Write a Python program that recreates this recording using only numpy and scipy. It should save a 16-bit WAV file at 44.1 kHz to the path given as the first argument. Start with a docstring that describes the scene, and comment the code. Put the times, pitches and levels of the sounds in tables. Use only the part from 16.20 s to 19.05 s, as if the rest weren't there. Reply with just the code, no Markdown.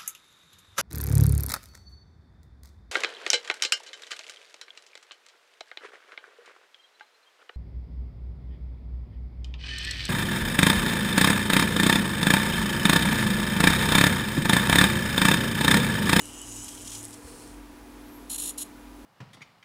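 """A small room with a fan humming throughout, one microphone: a miniature toy truck backs across a cutting mat.
Its tiny motor and gear teeth whirr, rattle and tick as they run down: uneven clicks and hiss through resonances.
A finger rubs the plastic remote, fine-grained clicks through a hollow case, and the hands bump softly.
A thin high whistle, a gliding sine, passes by; then the truck's small gears buzz in short, surging bursts.
The truck has a short, weak room tail; the hands sound dry; the fan is steady hum lines, a throb and moving air."""
import sys
import numpy as np
from scipy import signal
from scipy.fft import rfft, irfft, next_fast_len
from scipy.io import wavfile
from scipy.ndimage import map_coordinates

SR = 44100
rng = np.random.default_rng(int(sys.argv[2]) if len(sys.argv) > 2 else 0)


def persist_wave(psi):
    """Save psi, clipped to +-1, as 16-bit WAV."""
    counts = np.round(np.clip(psi, -1, 1) * 32767).astype(np.int16)
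    wavfile.write(sys.argv[1], SR, np.atleast_2d(counts).T)


N = 125685
T = np.arange(N) / SR  # time of each sample, s

# In every COLOUR table the levels give a shape only: the filter is scaled to unit power.
# In every MODES table the width is taken at half the lift.

# Speed of the motor shaft: [t/s, rate/turns per s]
SHAFT_SPEED = [(0, 156), (.2, 158), (.3, 195), (.42, 207), (.5, 220), (.6, 180), (.68, 190), (.8, 224),
               (.86, 157), (.98, 70)]
# Level of the drive gears: [t/s, level/dB]
DRIVE_LEVEL = [(0, -50), (.11, -46.5), (.25, -47), (.36, -44), (.47, -43), (.55, -46.5), (.64, -46.5),
               (.75, -46.5), (.81, -45.5), (.87, -50), (.95, -57), (1.0, -68)]
# Swing of the load within a shaft turn: [multiple of the shaft rate, depth/dB before MESH_DEPTH]
MESH_SWINGS = [(1, 3), (2, 1.4), (3, 1.2), (4, 1.8), (5, 1.7), (10, 1.2)]
MESH_DEPTH, DRIVE_WAVER_DB = 0.77, 1.8  # factor on the swings; random waver of the load
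# Scatter of the drive teeth in time and size; share of clicks in the power, the rest is hiss
TOOTH_JITTER_S, TOOTH_SCATTER_DB, TOOTH_SHARE = 0.00018, -1.5, 0.29
# Colour of the drive gears: [f/Hz, level/dB]
GEAR_COLOUR = [(1500, -37), (2400, -12), (3000, -7.5), (3700, -10), (4050, -8), (4400, -15), (5100, -5),
               (6000, -4), (7000, -4), (8500, -0.5), (9600, -3), (11000, -7.5), (12000, -12), (13000, -15),
               (15500, -27)]
# Resonances of the drive gears: [f/Hz, width/Hz, lift/dB]
GEAR_MODES = [(5940, 200, 1.5), (7850, 100, 7), (9500, 160, 7.5), (10100, 120, 3.5), (11750, 400, 4)]

# Level of the gearbox ringing at 6-8 kHz: [t/s, level/dB]
GEARBOX_LEVEL = [(0, -50), (.1, -63), (.17, -46.5), (.27, -51), (.35, -45.5), (.45, -46), (.53, -64),
                 (.64, -52), (.78, -51.5), (.86, -56)]
# Colour of the gearbox: [f/Hz, level/dB]
GEARBOX_COLOUR = [(4500, -37), (5300, -10), (6200, 0), (7000, 4), (7900, -5.5), (8600, -20), (11000, -39)]
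# Resonances of the gearbox: [f/Hz, width/Hz, lift/dB]
GEARBOX_MODES = [(6070, 130, 13.5), (6430, 120, 13), (6870, 110, 13.5), (7100, 120, 12), (7550, 200, -11),
                 (7860, 130, -3)]
# Ring of the truck's shell: [t/s, f/Hz, level/dB]
SHELL_RING = [(0, 2940, -56), (.1, 2930, -53.5), (.22, 2980, -51.5), (.35, 2932, -62.5), (.5, 3122, -56.5),
              (.65, 3184, -60), (.75, 3250, -54), (.86, 3250, -84)]
SHELL_WIDTH_HZ = 175  # offset from the centre where the ring is down to half amplitude
# Colour of the wheels on the mat: [f/Hz, level/dB]
WHEEL_COLOUR = [(60, -14), (85, 3), (115, -9), (150, -14), (400, -33), (2000, -46)]
WHEEL_DB = -14.5  # against the gears

# Sharp rings of the gearbox: [f/Hz, width/Hz at half amplitude, level/dB against GEARBOX_LEVEL]
SHARP_RINGS = [(2890, 41, -14), (6760, 53, -17), (7760, 18, -8)]
# Faint top whine as the motor speeds up again: [t/s, f/Hz, level/dB]
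TOP_WHINE = [(.66, 13500, -74), (.73, 13800, -63), (.8, 14250, -62), (.87, 14570, -70)]

# Gears catching and rattling: [t/s, length/s, level/dB]
RATTLES = [(.482, 0.01, -39.5), (0.548, 0.0044, -44), (0.574, 0.0048, -44), (0.673, 0.0065, -38),
           (.697, 0.01, -42.5), (0.717, 0.023, -41.5), (0.748, 0.0093, -38.5), (0.928, 0.019, -47.5)]
# Colour of the rattles: [f/Hz, level/dB]
RATTLE_COLOUR = [(1180, -52), (2000, -13), (3290, 0), (4480, -3.5), (5890, 4), (9110, 1), (10400, -1.5),
                 (11300, -10), (14000, -12), (15500, -19)]
# Backlash ticks, most of them as the gears run down: [t/s, level/dB]
BACKLASH_TICKS = [(.018, -39.5), (0.055, -35.5), (0.216, -34), (.444, -33), (.829, -35), (.835, -43),
                  (0.839, -36.5), (0.845, -33.5), (.852, -32.5), (0.8814, -38), (0.907, -38), (0.941, -43),
                  (.9745, -48)]
TICK_T60_S = 0.011
# Colour of the ticks: [f/Hz, level/dB]
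TICK_COLOUR = [(2000, -21), (4500, -19), (6500, -9), (9300, 0), (11200, -3), (12500, -23), (15500, -24)]

# Gear buzzes: [t/s, length/s, level/dB, rate/surges per s]
BUZZES = [(2.094, 0.071, -34.5, 67), (2.176, 0.037, -33.5, 59), (2.215, 0.093, -34, 54.5),
          (2.375, 0.057, -35, 27)]
BUZZ_ATTACK_S, BUZZ_RELEASE_S = 0.0064, 0.023
BUZZ_SURGE_DB, SURGE_DELAY_S = 2.4, 0.0084  # swing either way; first crest after the start
BUZZ_TEETH_PER_S, BUZZ_CLICK_SHARE = 1100, 0.45
BUZZ_JITTER_S, BUZZ_SCATTER_DB = 0.00025, 1.5
# Colour of the buzzes: [f/Hz, level/dB]
BUZZ_COLOUR = [(1800, -42), (2400, -20.5), (2900, -9.5), (3600, -9.5), (4600, -19.5), (5500, -10),
               (6300, -12.5), (7000, -3), (7700, -5.5), (8800, -5), (9800, -1), (11400, -0.5),
               (12400, -14.5), (15500, -19)]
# Resonances in the buzzes: [f/Hz, width/Hz, lift/dB]
BUZZ_MODES = [(4135, 380, 11.5), (6850, 380, 5.5), (7550, 300, -4), (8220, 300, 6), (8600, 280, -1),
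              (9240, 140, 4.5), (10300, 170, 0), (10860, 460, -4), (11040, 300, 7), (11700, 130, 1)]

# Finger sliding on plastic: [t/s, level/dB]
RUB_LEVEL = [(.93, -55), (1.02, -58.5), (1.08, -49.5), (1.15, -53), (1.22, -52), (1.32, -57), (1.38, -65)]
# Colour of the rub: [f/Hz, level/dB]
RUB_COLOUR = [(1470, -37), (2500, -10), (3750, -11), (4320, -2.5), (4800, -9.5), (5370, -2.5), (5790, -7),
              (6330, -6), (9490, 0), (12400, -16), (15000, -22)]
# Colour of the hollow remote: [f/Hz, level/dB]
CASE_COLOUR = [(120, -1.5), (300, -31), (400, -11), (480, 1.5), (560, -16), (1500, -28), (5000, -52)]
CASE_DB = -2  # against the rub
# Soft bumps of the hands: [t/s, f/Hz, level/dB, t60/s]
HAND_BUMPS = [(1.04, 70, -41.5, 0.1), (1.14, 42.4, -50, 0.3), (1.28, 91, -53, .2), (1.52, 34, -50.5, 0.14),
              (1.529, 75, -51, .12)]

# Low drone while the truck rolls: [t/s, level/dB]
DRONE_LEVEL = [(0, -61.5), (.1, -54), (.18, -84), (.28, -54), (.44, -53.5), (.52, -72), (.64, -56.5),
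               (.8, -49), (.92, -56.5), (1.0, -69)]
DRONE_HZ = 109.3
# Thin whistle: [t/s, f/Hz, level/dB]
WHISTLE = [(1.7, 11400, -78), (1.77, 11850, -76), (1.83, 11400, -78), (1.88, 12200, -66),
           (1.92, 12680, -61), (1.965, 12800, -57), (2.0, 12250, -68), (2.04, 11200, -67),
           (2.09, 10900, -78)]

# Hum lines of the fan: [f/Hz, level/dB before waver and swell]
HUM_LINES = [(109, -72), (251.8, -57), (293.6, -51.5), (327, -63), (839.5, -70), (974, -67), (1174, -74.5),
             (2433, -75)]
HUM_WAVER_DB, HUM_DRIFT_RAD = 1.36, 0.52  # scale of the random level and phase curves
# Slow swell of all hum lines: [t/s, level change/dB]
HUM_SWELL = [(0, -2.5), (.2, -0.5), (.38, 1), (.65, -.5), (1.0, -2), (1.3, 0.5), (1.65, -1.5), (1.8, 1),
             (2.0, 2.5), (2.25, 0), (2.42, -0.5), (2.7, 2.5), (2.85, 0)]
# Level of the deepest hum, which wavers: [t/s, level/dB]
THROB_LEVEL = [(0, -57.5), (.42, -52), (.52, -69), (.72, -51), (.82, -68), (1.1, -60), (1.28, -56),
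               (1.37, -47), (1.46, -50), (1.55, -63), (1.63, -49), (1.7, -65), (1.77, -49.5), (1.88, -56),
               (1.93, -66), (2.01, -52), (2.4, -57), (2.47, -59), (2.53, -59), (2.68, -50.5), (2.85, -55)]
THROB_HZ = 48.4
# Level of the fan's air: [t/s, level/dB]
AIR_LEVEL = [(0, -50.5), (.9, -50.5), (1.25, -50.5), (1.6, -51), (1.8, -50), (2.35, -50), (2.55, -51),
             (2.85, -51)]
# Colour of the fan's air: [f/Hz, level/dB]
AIR_COLOUR = [(20, -12), (45, -1), (75, -8.5), (110, -5), (150, -15), (200, -1.5), (270, 1), (370, -2.5),
              (480, -4), (720, -6), (980, -7.5), (1500, -10.5), (2500, -16), (4500, -20.5), (9200, -24),
              (11500, -24), (15500, -26.5)]
# Resonances in the air: [f/Hz, width/Hz, lift/dB]
AIR_MODES = [(185.3, 14, 2), (337, 4.8, -0.5), (373, 10.5, 5.5), (582, 34, -8), (760, 29, -6),
             (930, 38, 2.5), (10100, 550, 5.5)]

ROOM_T60_S, ROOM_DB = 0.21, -14  # decay of the tail; its level against the direct sound
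TOP_HZ = 15800  # upper band limit


def amp(db):
    """Decibels to gain."""
    return 10 ** (np.asarray(db) / 20)


def unit(x):
    """Scale to rms 1."""
    return x / np.sqrt(np.mean(x ** 2) + 1e-20)


def noise():
    """White noise."""
    return rng.standard_normal(N)


def wobble(rate):
    """A smooth random curve, rate knots a second."""
    return map_coordinates(rng.standard_normal(4000), [T * rate + 2], mode="wrap")


def level(rows):
    """Gain from rows that start with t/s and end with level/dB; it fades outside the first and last row."""
    rows = np.array(rows)
    outside = np.maximum(rows[0, 0] - T, 0) + np.maximum(T - rows[-1, 0], 0)
    return amp(np.interp(T, rows[:, 0], rows[:, -1])) * np.exp(-outside / 0.022)


def turns(rows):
    """Cycles completed under a curve of t/s and f/Hz."""
    rows = np.array(rows)
    return np.cumsum(np.interp(T, rows[:, 0], rows[:, 1])) / SR


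def sine(cycles, phase=0):
    """Sine of rms 1 with a wandering phase in radians."""
    return unit(np.sin(2 * np.pi * cycles + phase))


def filtered(x, response):
    """x times a response of frequency."""
    size = next_fast_len(N + 8192)  # zero padding keeps the end from wrapping to the start
    return irfft(rfft(x, size) * response(np.fft.rfftfreq(size, 1 / SR)), size)[:N]


def colour(x, points, modes=()):
    """Causal filter of unit power through f/Hz, level/dB points, lifted at each mode."""
    size = 8192
    f = np.fft.rfftfreq(size, 1 / SR)
    hz, db = np.transpose(points)
    shape = np.interp(np.log(f + 1), np.log(hz), db)
    shape = shape + 40 * np.log10(np.minimum((f + 1) / hz[0], 1))  # 12 dB/octave below the first point
    shape = shape + sum(lift / (1 + (2 * (f - c) / w) ** 2) for c, w, lift in modes)
    # folding the cepstrum gives minimum phase
    cepstrum = irfft(np.log(amp(shape) + 1e-6))
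    cepstrum[1:size // 2] *= 2
    cepstrum[size // 2 + 1:] = 0
    impulse = irfft(np.exp(rfft(cepstrum)))
    return signal.fftconvolve(x, impulse / np.linalg.norm(impulse))[:N]


def teeth(cycles, jitter_s, scatter_db, share):
    """One click per cycle, uneven in time and size, mixed with sliding hiss; share is the clicks' power."""
    at = np.interp(np.arange(1, cycles[-1]), cycles, T)
    chance = rng.standard_normal((20000, 2))[:len(at)]
    at = (at + jitter_s * chance[:, 0]) * SR
    # windowed sinc pulses place each click between samples
    taps = np.floor(at)[:, None] + np.arange(-7, 9)
    offset = taps - at[:, None]
    clicks = np.sinc(offset) * np.cos(np.pi * offset / 16) ** 2
    clicks = clicks * amp(scatter_db * chance[:, 1:])
    index = np.clip(taps, 0, N - 1).astype(int)
    train = np.bincount(index.ravel(), clicks.ravel(), N)
    even = unit(train / np.sqrt(np.gradient(cycles)))  # equal power at any click rate
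    share = np.clip(share, 0, 1)
    return np.sqrt(share) * even + np.sqrt(1 - share) * noise()


def gate(start, length, attack_s, release_s):
    """Rise, hold, then fall 60 dB over the release; attack lies within the length."""
    rise = np.clip((T - start) / attack_s, 0, 1)
    return rise * amp(-60 * np.maximum(T - start - length, 0) / release_s)


def drive(count=5):
    """Pinion teeth click count times a turn, swelling with the mesh; gearbox and shell ring, the wheels rumble."""
    shaft = turns(SHAFT_SPEED)
    swing_db = MESH_DEPTH * sum(db * np.cos(2 * np.pi * k * shaft) for k, db in MESH_SWINGS)
    load = unit(amp(swing_db + DRIVE_WAVER_DB * wobble(59.65)))
    contact = unit(load * teeth(count * shaft, TOOTH_JITTER_S, TOOTH_SCATTER_DB, TOOTH_SHARE))
    gears = colour(contact * level(DRIVE_LEVEL), GEAR_COLOUR, GEAR_MODES)
    gearbox = colour(load * noise() * level(GEARBOX_LEVEL), GEARBOX_COLOUR, GEARBOX_MODES)
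    # slow noise shifted up to the gliding shell frequency
    ring = unit(filtered(noise(), lambda f: 1 / (1 + (f / SHELL_WIDTH_HZ) ** 2)))
    shell = unit(ring * np.cos(2 * np.pi * turns(SHELL_RING) + wobble(120)))
    wheels = amp(WHEEL_DB) * colour(noise(), WHEEL_COLOUR)
    return gears + gearbox + shell * level(SHELL_RING) + wheels * level(DRIVE_LEVEL)


def singing():
    """A few lightly damped parts of the gearbox keep ringing while it runs; a fuzzy whine rises on top."""
    def narrow(hz, width):
        return unit(filtered(noise(), lambda f: 1 / (1 + (2 * (f - hz) / width) ** 2)))

    fuzz = wobble(900) * np.cos(2 * np.pi * turns(TOP_WHINE) + wobble(500))
    whine = level(TOP_WHINE) * unit(fuzz)
    rings = sum(amp(db) * narrow(hz, width) for hz, width, db in SHARP_RINGS)
    return whine + level(GEARBOX_LEVEL) * rings


def rattles():
    """The gears catch for a few milliseconds as bursts of clicks, and tick across their backlash."""
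    catch = sum(amp(db) * gate(s, length, 0.00069, 0.018) for s, length, db in RATTLES)
    chatter = catch * teeth(1500 * T, 0.000273, 2.7, 0.36)
    ticks = sum(amp(db) * gate(s, 0.0008, 0.0004, TICK_T60_S) for s, db in BACKLASH_TICKS)
    return colour(chatter, RATTLE_COLOUR) + colour(ticks * noise(), TICK_COLOUR)


def buzzes():
    """Short runs of fast, rough gear chatter that surge at a steady beat."""
    effort = 0
    for start, length, db, rate in BUZZES:
        surge_db = BUZZ_SURGE_DB * np.cos(2 * np.pi * rate * (T - start - SURGE_DELAY_S))
        effort = effort + gate(start, length, BUZZ_ATTACK_S, BUZZ_RELEASE_S) * amp(db + surge_db)
    chatter = teeth(BUZZ_TEETH_PER_S * T, BUZZ_JITTER_S, BUZZ_SCATTER_DB, BUZZ_CLICK_SHARE)
    return colour(effort * chatter, BUZZ_COLOUR, BUZZ_MODES)


def hands():
    """A finger slides over the fine-grained, hollow remote; the hands bump softly as decaying low sines."""
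    slide = level(RUB_LEVEL) * teeth(2500 * T, 0.00041, 3.4, 0.43)
    rub = colour(slide, RUB_COLOUR) + amp(CASE_DB) * colour(slide, CASE_COLOUR)
    bumps = sum(amp(db) * gate(s, 0.015, 0.012, t60) * np.sin(2 * np.pi * hz * (T - s))
                for s, hz, db, t60 in HAND_BUMPS)
    return rub + bumps


def tones():
    """The low drone of the rolling truck and the thin gliding whistle, sines of unsteady phase."""
    drone = level(DRONE_LEVEL) * sine(DRONE_HZ * T, 0.5 * wobble(15.7))
    whistle = level(WHISTLE) * sine(turns(WHISTLE), 0.6 * wobble(250))
    return drone + whistle


def fan():
    """Slightly unsteady hum lines and a deep throb over moving air, which is coloured noise."""
    lines = sum(amp(db + HUM_WAVER_DB * wobble(5.81)) * sine(hz * T, HUM_DRIFT_RAD * wobble(4.74))
                for hz, db in HUM_LINES)
    throb = level(THROB_LEVEL) * sine(THROB_HZ * T, 0.56 * wobble(4.1))
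    air = level(AIR_LEVEL) * colour(noise(), AIR_COLOUR, AIR_MODES)
    return level(HUM_SWELL) * lines + throb + air


def room(x):
    """A short, weak tail from the near walls: exponentially decaying noise."""
    t = T[:SR // 2]
    tail = rng.standard_normal(len(t)) * amp(-60 * t / ROOM_T60_S)
    return x + amp(ROOM_DB) * signal.fftconvolve(x, tail / np.linalg.norm(tail))[:N]


def scene():
    """Truck and hands in the humming room, one channel."""
    truck = room(drive() + singing() + rattles() + buzzes())
    return (truck + hands() + tones() + fan())[None]


def record(dry):
    """The microphone channel keeps nothing above its band limit."""
    return np.array([filtered(x, lambda f: f < TOP_HZ) for x in dry])


dry = scene()
out = record(dry)
persist_wave(out)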